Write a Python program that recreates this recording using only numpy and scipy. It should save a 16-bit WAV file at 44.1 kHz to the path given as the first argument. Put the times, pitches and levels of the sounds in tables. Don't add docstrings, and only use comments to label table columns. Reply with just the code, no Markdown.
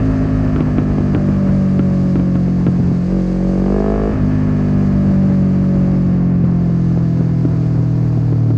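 import sys
import numpy as np
from scipy import signal
from scipy.fft import rfft, irfft, next_fast_len
from scipy.io import wavfile
from scipy.ndimage import map_coordinates

SR = 44100
rng = np.random.default_rng(int(sys.argv[2]) if len(sys.argv) > 2 else 0)


def undo_db(level):
    steps = np.asarray(level, float) / 20
    return 10 ** steps


def materialize(psi):
    bounded = np.clip(np.atleast_2d(psi).T, -1, 1)
    quanta = np.round(bounded * 32767).astype(np.int16)
    wavfile.write(sys.argv[1], SR, quanta)


N = 377937
MID_HZ = 44.57

# t/s, cycle rate f/Hz
SPEED = [(0,52.95),(.4,51.97),(.75,50),(1.1,49.17),(2.25,45.7),(2.98,44.16),(3.25,45.53),(3.63,47.41),(3.75,49.7),(3.96,52),(4.14,52.68),(4.4,50.78),(5.5,46.82),(5.72,46.8),(6.5,43.98),(7.8,40.24),(8.05,40.2),(8.57,38.18)]
# t/s, opening/0-1
THROTTLE = [
    (2.93, 0.07),
    (3.03, 0.14),
    (3.15, 0.62),
    (3.23, 0.44),
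    (3.6, 0.67),
    (3.74, 0.83),
    (4.08, 0.81),
    (4.16, 0.2),
    (4.22, 0.02),
]
# t/s, swing f/Hz, half length/s
SNATCH = [
    (3.139, 2.5, .09),
    (4.25, -3, .07),
]
FIRING = [0, .25]
# f/Hz, level/dB
COOL_PIPE = [(33, -42), (52, -24.5), (100, -15.5), (117, -1), (132, -16), (165, -18), (193, -14.5),
             (214, -30), (252, -19.5), (270, -12.5), (295, -25), (350, -33.5), (450, -42), (800, -59.5)]
# f/Hz, width/Hz, level/dB, polarity
HOT_PIPE = [(52, 9.1, -4, 0.99), (232, 20, 6, 1), (410, 59, 4, 0.96), (650, 22, 4, 0.84),
            (328, 600, -7, 0.33), (731, 63, -8.5, 0.4), (1030, 140, -14.5, 1)]
# f/Hz, width/Hz, level/dB, polarity
CHAMBERS = [(45.5, 29, -3.5, 1), (139.6, 8.8, -5.5, -1.06), (189.6, 23, 2.5, 0.9), (336, 24, -5.5, -1.24),
            (480, 31, -6.5, 0.93)]
# t/s, can ring level/dB, crack level/dB
POPS = [(0.255, -6.5, -14), (0.56, -6, -3), (0.605, 2.5, 0), (0.782, 0, 0.5), (0.982, -0.5, -8),
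        (1.006, -6, -10), (1.147, 1.5, 3), (1.286, -7, -13), (1.46, -12, -16), (1.792, -2, -3),
        (2.155, -2.5, -5), (2.195, -5, -8.5), (2.354, -2, -4), (2.48, -7, -9.5), (2.665, 0, 0.5),
        (2.8, -13, -16), (2.883, -14, -19), (3.662, -10, -10), (4.759, -28, -20), (5.122, -22, -24),
        (6.132, -17.5, -20), (6.442, -10.5, -10), (6.697, -11, -23), (6.973, -4.5, -12), (7.207, -5, -18),
        (7.45, -1, -9), (7.775, -14, -22.5), (8.174, -10.5, -20), (8.324, -9, -16), (8.503, -5, -12)]
# f/Hz, width/Hz, level/dB, polarity
CAN = [(272, 69, 6, 0.69), (610, 300, -23, 1)]
# f/Hz, level/dB per Hz
RASP = [(300, -16), (650, -11), (1200, 12.5), (2000, -5.5), (3200, -16.5)]
# t/s, push level/dB
THUMPS = [(0.606, -3), (0.821, -5.5), (0.983, -7), (1.166, -2), (1.286, -8), (2.156, -14.5), (2.353, -4.5),
          (2.48, -12), (2.685, -2), (2.798, -3), (2.916, -4), (2.937, -16), (4.156, -7), (5.123, -7.5),
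          (6.131, -6.5), (6.241, -12), (6.44, -3), (6.697, -9), (7.206, -7), (7.449, -7), (7.792, -5.5),
          (8.173, -5.5), (8.324, -6), (8.502, -12)]
# f/Hz, width/Hz, level/dB, polarity
PIPE_SWING = [(88, 24, -1, 0.91), (150, 126, -4.5, -2.7)]
# f/Hz, width/Hz, level/dB, polarity
CASES = [(588, 53, 3.5, 0.97), (687.6, 60, 4.5, -0.93), (1107, 126, -5, -0.77), (1295, 160, -6.5, 0.9),
         (1708, 160, -1.5, -0.47), (2330, 420, -10.5, 0.54), (2730, 660, -13, -0.58)]
# multiple, level/dB above valve gear
MESH = [(2, -10), (3, -15), (4, -22)]
# t/s, level/dB
STREAM = [(0.05, -67.5), (0.57, -68), (2.07, -67), (2.54, -69), (3.48, -63.5), (4.12, -69), (4.59, -68),
          (6.0, -70), (6.33, -77.5), (6.8, -71), (7.86, -70), (8.5, -74.5)]
# f/Hz, level/dB per Hz
RUMBLE = [(20, -30), (40, -4), (65, -2), (110, -4), (160, -10), (290, -10), (400, -16), (800, -24),
          (1500, -32), (3000, -50)]
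# f/Hz, level/dB per Hz
HISS = [(2000, 2), (3000, -7.5), (3600, -7.5), (4700, -2), (5600, -7.5), (6300, -8.5), (7200, -12),
        (8200, -17), (9300, -24.5), (10500, -36.5), (12500, -47.5)]
# f/Hz, width/Hz, level/dB, polarity
VENTS = [(2360, 67, -2.5, 1), (4640, 310, 2, 0.84), (6360, 120, 3, -1)]
# f/Hz, level/dB per Hz
WHISTLE = [(9000, -38), (11500, 1.5), (13200, 5), (15200, -21.5), (16000, -40.5)]


def engine():
    t = np.arange(N) / SR
    snatch = sum(hz * np.clip(1 - np.abs(t - s) / half_s, 0, 1) for s, hz, half_s in SNATCH)
    return curves(SPEED)[0] + snatch, np.clip(curves(THROTTLE)[0], 0, 1)


def exhaust(cycle, speed_hz, opening):
    bangs = strokes(cycle, FIRING, [1, .25], scatter_db=.9, jitter=.001)
    return (coasting_puffs(cycle, speed_hz, opening)
            + silencer_boom(bangs, opening)
            + combustion_bark(bangs, cycle, speed_hz, opening))


def coasting_puffs(cycle, speed_hz, opening):
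    off_peak = (speed_hz - 49.1) / 3.8
    level = undo_db(-10.5 - 3 * off_peak ** 2 / (1 + np.abs(off_peak))) * (1 - opening) ** 2.7
    cooled = np.clip((47.5 - speed_hz) / 9.7, 0, 1)
    onward = np.append(cycle, cycle[-1] + speed_hz[-1] * np.arange(1, SR // 5) / SR)

    def through_pipe(sizes, tuning):
        puffs = strokes(onward, FIRING, sizes, scatter_db=.35, jitter=.001)
        spread = filtered(puffs, lambda f: np.exp(1j * (f / 42) ** 2 / (1 + f / 600)))
        return unit(causal(spread, [(hz * tuning, db) for hz, db in COOL_PIPE])[:N])

    warm = through_pipe([1, 0.51], 1)
    cold = through_pipe([1, 0.71], 0.932)
    return level * ((1 - cooled) * warm + cooled * undo_db(3) * cold)


def silencer_boom(bangs, opening):
    boom = low_pass(resonate(bangs, CHAMBERS), 370, order=1)
    return undo_db(-11.5) * opening ** 0.85 * (1 - 0.51 * opening ** 4.8) * unit(boom)


def combustion_bark(bangs, cycle, speed_hz, opening):
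    misfire_db = -39.5 - 0.97 * (speed_hz - MID_HZ)
    level = undo_db(-13.5) * opening ** 4.8 + undo_db(misfire_db)
    roar = rng.standard_normal(N) * np.exp(-4 * (cycle % 1))
    bark = unit(resonate(bangs, HOT_PIPE)) + undo_db(-9) * unit(resonate(roar, HOT_PIPE[2:]))
    return level * unit(low_pass(bark, 680, order=1))


def afterfire():
    lit_s, ring_db, front_db = np.transpose(POPS)
    out_s = lit_s + .0015
    crack_db = -22.5 + front_db
    ring = low_pass(resonate(impulses(out_s, undo_db(ring_db + 35.5)), CAN), 570, order=1)
    crack = filtered(impulses(out_s, undo_db(crack_db + 35.5)),
                     lambda f: 1j * f / 350 / (1 + 1j * f / 350) / (1 + 1j * f / 700))
    fading = filtered(impulses(out_s, undo_db(crack_db - 10.5)),
                      lambda f: SR * 0.014 / (1 + 2j * np.pi * f * 0.0084))
    crack += fading * noise(RASP)
    crack += 0.18 * np.roll(crack, 130) - 0.26 * np.roll(crack, 310)
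    deep_s, push_db = np.transpose(THUMPS)
    push = low_pass(resonate(impulses(deep_s, undo_db(push_db + 35)), PIPE_SWING), 290, order=1)
    return ring + crack + push


def valve_gear(cycle, speed_hz, opening):
    level_db = -40 + 0.7651 * (speed_hz - MID_HZ) + 0.5 * opening
    seat_angles, seat_sizes = [.04, .17, .31, .52, .63, .86], [1, -.6, .8, -.9, .5, .7]
    ticks = strokes(cycle + 1, seat_angles, seat_sizes, scatter_db=.9, jitter=.0004)
    gas = rng.standard_normal(N) * (1 + 0.15 * np.cos(2 * np.pi * cycle - 1.1))
    cases = undo_db(-1.5) * unit(resonate(ticks, CASES)) + undo_db(-6) * unit(resonate(gas, CASES))
    tooth = 2 * np.pi * 12 * cycle
    mesh = sum(undo_db(db + 0.7 * wobble(2.7)) * np.sin(k * tooth) for k, db in MESH)
    cover = 1 / (1 + ((12 * speed_hz - 574) / 27) ** 4)
    whine = cover * undo_db(-30.5 + 2.0 * wobble(12)) * np.sin(tooth)
    return undo_db(level_db) * (cases + mesh) + whine


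def wind(speed_hz, opening):
    stream_db = curves(STREAM)[0]
    stream_db = stream_db - stream_db.mean()
    return buffeting(speed_hz, opening) + helmet_hiss(stream_db) + slit_whistle()


def buffeting(speed_hz, opening):
    level_db = -26.5 + 0.55 * (speed_hz - MID_HZ) - 5.5 * opening
    lumps = undo_db(1.2 * wobble(2.7) + 2.0 * wobble(25))
    return undo_db(level_db) * unit(lumps * noise(RUMBLE))


def helmet_hiss(stream_db):
    vents = resonate(resonate(rng.standard_normal(N), VENTS), VENTS)
    air = noise(HISS) + undo_db(-14.5) * unit(vents)
    body = filtered(air, lambda f: 1 / (1 + (f / 7500) ** 6))
    fizz = undo_db(.7 * stream_db) * (air - body)
    level_db = -51.5 + 0.43 * stream_db + 0.43 * wobble(8.8) + 0.47 * wobble(60)
    return undo_db(level_db) * (body + fizz)


def slit_whistle():
    start_s, rise_s, rest_db, full_db = 7.55, .45, -103, -75.5
    onset = np.clip((np.arange(N) / SR - start_s) / rise_s, 0, 1)
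    return undo_db(rest_db + (full_db - rest_db) * onset) * noise(WHISTLE)


def strokes(cycle, angles, sizes, scatter_db, jitter):
    count = np.arange(int(cycle[-1]))[:, None]
    chance = rng.standard_normal((2, len(count), len(angles)))
    seconds = np.interp(count + angles + jitter * chance[0], cycle, np.arange(len(cycle)) / SR)
    sizes = sizes * undo_db(scatter_db * chance[1])
    return impulses(seconds.ravel(), sizes.ravel(), size=len(cycle))


def impulses(seconds, sizes, size=N):
    at = np.clip(np.asarray(seconds) * SR, 0, size - 2)
    i = at.astype(int)
    return np.bincount(i, sizes * (1 - at + i), size) + np.bincount(i + 1, sizes * (at - i), size)


def filtered(x, response):
    m = next_fast_len(len(x) + SR // 2)
    return irfft(rfft(x, m) * response(np.fft.rfftfreq(m, 1 / SR)), m)[:len(x)]


def resonate(x, modes):
    def response(f):
        return sum(p * undo_db(db) * 1j * f * w / (c * c - f * f + 1j * f * w) for c, w, db, p in modes)
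    return filtered(x, response)


def causal(x, points):
    hz, db = np.transpose([(8, -90), *points, (20000, -130)])

    def response(f):
        cepstrum = irfft(np.interp(np.log(f + 1), np.log(hz), db) * np.log(10) / 20)
        cepstrum[1:len(f)] *= 2
        cepstrum[len(f):] = 0
        return np.exp(rfft(cepstrum))
    return filtered(x, response)


def low_pass(x, hz, order):
    return filtered(x, lambda f: 1 / (1 + 1.2j * f / hz - (f / hz) ** 2) ** order)


def noise(spectrum):
    hz, db = np.transpose(spectrum)

    def colour(f):
        return undo_db(np.interp(np.log(f + 1), np.log(hz), db, -120, -120))
    return unit(filtered(rng.standard_normal(N), colour))


def wobble(rate_hz):
    knots = rng.standard_normal(int(N * rate_hz / SR) + 4)
    return map_coordinates(knots, [np.arange(N) * rate_hz / SR])


def curves(rows):
    s, *cols = np.transpose(rows)
    return [np.interp(np.arange(N) / SR, s, c) for c in cols]


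def unit(x):
    return x / np.sqrt(np.mean(x ** 2) + 1e-20)


def scene():
    speed_hz, opening = engine()
    cycle = np.cumsum(speed_hz) / SR
    motor = exhaust(cycle, speed_hz, opening) + afterfire() + valve_gear(cycle, speed_hz, opening)
    housed = low_pass(motor, 3290, order=3)
    return (housed + wind(speed_hz, opening))[None]


def top_cut(x):
    return signal.sosfilt(signal.butter(12, 15300, fs=SR, output="sos"), x)


def record(dry):
    soft = dry / (1 + np.abs(dry / .8) ** 6) ** (1 / 6)
    return top_cut(soft)


dry = scene()
out = record(dry)
materialize(out)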